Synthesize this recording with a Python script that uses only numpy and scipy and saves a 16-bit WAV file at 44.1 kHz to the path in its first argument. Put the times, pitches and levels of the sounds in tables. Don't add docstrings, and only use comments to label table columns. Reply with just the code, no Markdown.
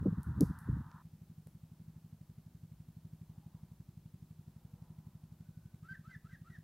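import sys
import numpy as np
from scipy import signal
from scipy.fft import rfft, irfft, next_fast_len
from scipy.io import wavfile
from scipy.ndimage import map_coordinates

SR = 44100
rng = np.random.default_rng(int(sys.argv[2]) if len(sys.argv) > 2 else 0)


def generate_wav(signal):
    frames = np.transpose(np.atleast_2d(signal))
    scaled = np.clip(frames, -1, 1) * 32767
    pcm = np.round(scaled).astype(np.int16)
    wavfile.write(sys.argv[1], SR, pcm)


N = 292383
CUT_S = 1.024

# freq_hz, density_db
AIR_COLOUR = [(22, 6), (50, 6.5), (100, 9.5), (190, 9), (270, -0.5), (350, -2.5), (430, -11), (700, -11),
              (2000, -21), (4000, -21.5), (9000, -24.5), (13000, -22), (15800, -22)]
# freq_hz, density_db
RUSTLE_COLOUR = [(200, -22), (400, -7.5), (600, 2.5), (900, 8.5), (1200, 1.5), (1700, -8), (3000, -19.5),
                 (6000, -27)]
# centre_s, half_length_s, level_db
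RUSTLE_SWELLS = [(1.95, 0.38, -88), (3.477, 0.32, -83.5), (4.89, 0.5, -80.5)]

# time_s, rate_hz
THROB_PACE = [(1.3, 12.169), (1.51, 11.754), (1.84, 12.308), (2.32, 11.804), (2.95, 11.991), (3.01, 12.289),
              (3.88, 11.623), (4.06, 11.977), (4.3, 11.954), (4.63, 11.465), (4.9, 12.19), (5.29, 11.794),
              (5.62, 12.028), (5.71, 11.549), (5.95, 12.212), (6.07, 11.739), (6.46, 11.88)]
# time_s, level_db
BEAT_STRENGTH = [(1.6, -44), (3.2, -41), (4.0, -41.5), (6.6, -41.5)]
# freq_hz, gain_db
BEAT_COLOUR = [(35, -56), (47, -33), (56, -1.5), (78, -7), (105, 2.5), (160, 0.5), (215, -6.5),
               (245, -18.5), (270, -37.5), (400, -42.5), (700, -60)]
# freq_hz, density_db
FIZZ_COLOUR = [(300, 1), (900, 0), (2000, -5.5), (6000, -10), (15000, -11.5)]

# time_s, level_db, upper_band_db (before the brightness lift)
DRIVE_LOAD = [(0.0, -58, -9), (0.016, -64, -9.5), (0.48, -60, -8.5), (0.69, -63, -3.5), (0.862, -63, -12.5),
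              (1.0, -64.5, -10.5)]
# freq_hz, density_db
WHIR_COLOUR = [(500, -47), (680, -14), (820, -6), (960, 2.5), (1150, -1), (1400, 0), (1780, -7),
               (1980, -13.5), (2170, -35), (3000, -33), (3700, -26.5), (7000, -53)]

# start_s, length_s, level_db
FINGER_STROKES = [(.008, 0.132, -39), (0.177, .025, -43), (0.262, 0.058, -45), (0.364, .145, -39),
                  (0.535, 0.054, -52.5), (0.679, 0.13, -39), (0.828, .06, -56)]
# freq_hz, density_db
RUB_COLOUR = [(22, -27), (45, -10), (70, 0), (130, -1), (200, -8.5), (290, -19), (400, -33.5), (600, -50.5),
              (1000, -69.5)]
# centre_s, peak_db, pitch_hz, half_length_s
CASE_BUMPS = [(.028, -27, 160, 0.0029), (.0635, -20.5, 270, .0048), (0.071, -21.5, 196, 0.0037),
              (0.085, -24, 187, 0.0071), (.13, -26, 138, 0.0043), (.185, -30, 160, 0.0042),
              (0.39, -28.5, 191, .005), (0.415, -19.5, 278, 0.0073), (0.433, -16.5, 168, .0065),
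              (0.511, -25.5, 140, 0.004), (0.69, -29.5, 223, 0.004), (.7, -28.5, 96, .0057),
              (0.733, -29, 111, .0055), (.77, -30, 167, .004), (1.472, -49.5, 392, 0.00081)]
# freq_hz, density_db
SCUFF_COLOUR = [(200, -18), (310, 5), (400, 1.5), (490, -2), (620, -16.5), (800, -24), (1500, -40),
                (3000, -61)]
# time_s, body_db, ring_db, edge_db, tail_trim_db
CASE_CLICKS = [(0.2324, -66, -59, -41.5, -18.5), (0.4086, -44.5, -31.5, -25, -23.5),
               (.589, -64, -60, -43.5, -14), (0.9156, -51, -58, -73, -32), (1.472, -56, -65, -49.5, -17)]
# centre_hz, width_octaves
CLICK_BANDS = [(800, 1.14), (5300, 0.34), (10600, 0.31)]

# centre_s, half_length_s, pitch_hz, level_db
DISTANT_TONES = [(3.45, .09, 820, -83), (3.52, .26, 967, -83.5), (4.74, 0.24, 492, -82),
                 (4.97, 0.2, 1000, -84), (5.607, 0.2, 1500, -84.5)]

# start_s, rise_s, hold_s, break_s, end_s, rise_db, hold_db, break_db, break_top_hz
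BIRD_NOTES = [(5.828, .055, .052, .031, 5.963, -64.5, -48.5, -54, 2190),
              (6.037, .045, 0.041, 0.063, 6.163, -64, -62.5, -57, 2107),
              (6.239, .04, 0.058, .06, 6.367, -67, -68.5, -59.5, 2030),
              (6.442, .054, 0.022, .08, 6.574, -66.5, -72, -61.5, 1962)]
# length_fraction, gain_db
BREAK_ENVELOPE = [(0, -15), (.5, -5.5), (.78, 0), (1, -5)]
# freq_hz, density_db
RASP_COLOUR = [(900, -24), (1300, 10), (2000, 3.5), (2300, -5), (2600, -5.5), (4000, -7), (5700, -10),
               (8000, -12), (12000, -24)]
# freq_hz, t60_s
TREE_DECAY = [(300, 0.49), (1600, 0.22), (8000, 0.37)]


def amp(db):
    return 10 ** (np.asarray(db) / 20)


def unit(x):
    return x / np.sqrt(np.mean(x ** 2) + 1e-20)


def along(points, hz):
    freqs, values = np.transpose(points)
    return np.interp(np.log(hz + 1), np.log(freqs + 1), values)


def curves(rows):
    times, *columns = np.transpose(rows)
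    return [np.interp(np.arange(N) / SR, times, column) for column in columns]


def wobble(rate_hz):
    return map_coordinates(rng.standard_normal(int(N * rate_hz / SR) + 4), [np.arange(N) * rate_hz / SR])


def swell(centre_s, half_s):
    return np.exp(-((np.arange(N) / SR - centre_s) / half_s) ** 2)


def filtered(x, response):
    size = next_fast_len(N + SR // 2)
    return irfft(rfft(x, size) * response(np.fft.rfftfreq(size, 1 / SR)), size)[..., :N]


def noise(colour):
    return unit(filtered(rng.standard_normal(N), lambda hz: amp(along(colour, hz))))


def narrow(centre_hz, width_hz):
    return unit(filtered(rng.standard_normal(N), lambda hz: 1 / (1 + ((hz - centre_hz) / width_hz) ** 2)))


def impulses(times, sizes):
    return np.bincount(np.clip(times * SR, 0, N).astype(int), sizes, N + 1)[:N]


def country_air():
    lull_db = -98
    breeze = amp(lull_db) + sum(amp(db) * swell(s, half_s) for s, half_s, db in RUSTLE_SWELLS)
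    rustle = breeze * amp(0.29 * wobble(12)) * noise(RUSTLE_COLOUR)
    side = amp(-82) * noise([(100, 1), (1200, -2.5), (2500, -2.5), (9000, 2.5), (15000, 1)])
    return rustle + amp(-66.5) * noise(AIR_COLOUR) + np.array([side, -side])


def throb():
    anchor_beat_s, cut_jump_s = 1.056, .026
    ring_hz, ring_delay_s, ring_rise_s = 168, .008, .0066
    usual_rate_hz, ring_db_per_hz = 12, 12.5
    puff_t60_s, hum_harmonic = .086, 13
    rate_hz, = curves(THROB_PACE)
    level_db, = curves(BEAT_STRENGTH)
    ring_db = -52 + ring_db_per_hz * (rate_hz - usual_rate_hz)
    cycles = np.cumsum(rate_hz) / SR + rate_hz * cut_jump_s * (np.arange(N) < CUT_S * SR)
    cycles -= cycles[round(anchor_beat_s * SR)]
    onsets = np.flatnonzero(np.diff(np.floor(cycles)))
    times = onsets / SR
    push_jitter_db, jitter_s, ring_jitter_db = (rng.standard_normal((len(onsets), 3)) * [.5, .0003, 1.2]).T
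    pushes = impulses(times, amp(level_db[onsets] + push_jitter_db))
    colour = lambda hz: amp(along(BEAT_COLOUR, hz)) * (hz < 900)
    beats = filtered(pushes, colour) / colour(np.linspace(0, SR / 2, SR)).mean()
    t = np.arange(SR // 10) / SR
    ring_envelope = (t / ring_rise_s * np.exp(1 - t / ring_rise_s)) ** 2
    ring = -ring_envelope * np.sin(2 * np.pi * ring_hz * t)
    rebounds = impulses(times + ring_delay_s + jitter_s, amp(ring_db[onsets] + ring_jitter_db))
    thump = beats + signal.fftconvolve(rebounds, ring)[:N]
    puff_envelope = signal.fftconvolve(pushes, amp(-60 * t / puff_t60_s))[:N]
    puff = amp(-31) * puff_envelope * narrow(centre_hz=350, width_hz=50)
    hum = amp(ring_db - 14.5 + 2.5 * wobble(8)) * np.cos(2 * np.pi * hum_harmonic * cycles)
    fizz = amp(-31) * abs(thump) * noise(FIZZ_COLOUR)
    return thump + fizz + puff + hum


def tracker_drive():
    brightness_db, fade_s = 8, .0024
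    level_db, upper_db = curves(DRIVE_LOAD)
    beside_pole = np.clip((CUT_S - np.arange(N) / SR) / fade_s, 0, 1)
    whir = noise(WHIR_COLOUR)
    upper_band = filtered(whir, lambda hz: along([(1150, 0), (1700, 1), (2100, 1), (2600, .3)], hz))
    loaded_whir = whir + (amp(upper_db + brightness_db) - 1) * upper_band
    return beside_pole * amp(level_db + 0.44 * wobble(20)) * loaded_whir


def finger_rubs():
    attack_s, release_s, uneven_db = .011, .0092, 2.5
    pressure, t = np.zeros(N), np.arange(N) / SR
    for start_s, length_s, db in FINGER_STROKES:
        attack = np.minimum(t - start_s, 0) / attack_s
        release = np.maximum(t - start_s - length_s, 0) / release_s
        pressure += amp(db) * np.exp(attack - release)
    return pressure * amp(uneven_db * wobble(49.7)) * noise(RUB_COLOUR)


def hand_bumps():
    scuff_half_s, scuff_reference_hz = .0096, 270
    out, t = np.zeros(N), np.arange(N) / SR
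    skin = noise(SCUFF_COLOUR)
    hardest_db = max(row[1] for row in CASE_BUMPS)
    for centre_s, db, hz, half_s in CASE_BUMPS:
        span = np.flatnonzero(abs(t - centre_s) < .04)
        offset_s = t[span] - centre_s
        knock = np.cos(2 * np.pi * (hz * offset_s + rng.random())) / np.cosh(2 * offset_s / half_s)
        scuff = np.exp(-(offset_s / scuff_half_s) ** 2) * skin[span]
        scuff_gain = amp(-31 + 1.7 * (db - hardest_db)) * (hz / scuff_reference_hz) ** 2
        out[span] += amp(db) * knock + scuff_gain * scuff
    return out


def plastic_clicks():
    tail_db, tail_t60_s = -15, .34
    out, t = np.zeros(N), np.arange(SR // 4) / SR
    hz = np.fft.rfftfreq(len(t), 1 / SR)
    pre_roll = SR // 100
    bands = np.array([np.exp(-.5 * (np.log2((hz + 1) / centre_hz) / octaves) ** 2)
                      for centre_hz, octaves in CLICK_BANDS])
    for time_s, *band_db, tail_trim_db in CASE_CLICKS:
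        colour = amp(band_db) / bands.mean(axis=1) @ bands
        tick = irfft(colour, len(t))
        fizz = unit(irfft(colour * rfft(rng.standard_normal(len(t))), len(t)))
        tail = tick.max() * fizz * amp(tail_db + tail_trim_db - 60 * t / tail_t60_s)
        out[round(time_s * SR) - pre_roll:][:len(t)] += np.roll(tick + tail, pre_roll)
    return out


def distant_tones():
    return sum(amp(db) * swell(centre_s, half_s) * narrow(hz, width_hz=.024 * hz)
               for centre_s, half_s, hz, db in DISTANT_TONES)


def bird_glides():
    rise_hz, hold_hz, scoop_hz, break_end_hz = (1193, 1432), 1563, 70, 1541
    settle_s, plunge_s = .009, .02
    progress = lambda length_s: np.linspace(0, 1, int(length_s * SR))
    for start_s, rise_s, hold_s, break_s, end_s, rise_db, hold_db, break_db, top_hz in BIRD_NOTES:
        rising = progress(rise_s)
        yield start_s, np.interp(rising, [0, 1], rise_hz), rise_db - 12 * np.maximum(1 - 2 * rising, 0)
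        unsettled = np.exp(-progress(hold_s) * hold_s / settle_s)
        yield start_s + rise_s, hold_hz - scoop_hz * unsettled, hold_db - 14 * unsettled
        breaking = progress(break_s)
        plunge = np.exp((breaking - 1) * break_s / plunge_s)
        envelope_db = np.interp(breaking, *np.transpose(BREAK_ENVELOPE))
        yield end_s - break_s, top_hz + (break_end_hz - top_hz) * plunge, break_db + envelope_db


def bird():
    clean_db, hoarse_range_db, fade_s = -48.5, 9, .0052
    out = np.zeros(N)
    flutter, shake_db, rasp = .019 * wobble(330), 2.5 * wobble(260), noise(RASP_COLOUR)
    for start_s, pitch_hz, level_db in bird_glides():
        age = np.arange(len(pitch_hz))
        span = np.minimum(round(start_s * SR) + age, N - 1)
        hoarse = np.clip((clean_db - level_db.max()) / hoarse_range_db, .15, 1)
        phase = 2 * np.pi * np.cumsum(pitch_hz * (1 + hoarse * flutter[span])) / SR
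        overtones = np.sin(2 * phase) + amp(-3.5) * np.sin(3 * phase)
        tone = np.sin(phase) + amp(-31 + 7.5 * hoarse) * overtones
        voice = np.sqrt(2) * amp(level_db + hoarse * shake_db[span]) * tone
        hiss = amp(-56 + 0.32 * level_db) * rasp[span]
        fade = np.clip(np.minimum(age, age[::-1]) / SR / fade_s, 0, 1)
        out[span] += fade * (voice + hiss)
    return out


def tree_echo(source):
    pre_delay = SR // 80
    hz, t, spectrum = signal.stft(rng.standard_normal(SR // 2), SR, nperseg=256)
    decay = amp(-60 * t / along(TREE_DECAY, hz)[:, None])
    tail = signal.istft(spectrum * decay, SR, nperseg=256)[1]
    return signal.fftconvolve(np.pad(source, (pre_delay, 0)), tail / np.linalg.norm(tail))[:N]


def scene():
    song = bird()
    field = country_air() + throb() + tracker_drive()
    handling = finger_rubs() + hand_bumps() + plastic_clicks()
    return field + handling + distant_tones() + song + amp(-8.5) * tree_echo(song)


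def record(dry):
    bass_rolloff, top_hz = [(20, -13), (40, -2.5), (70, 0.5)], 15800
    return filtered(dry, lambda hz: amp(along(bass_rolloff, hz)) * (hz < top_hz))


dry = scene()
out = record(dry)
generate_wav(out)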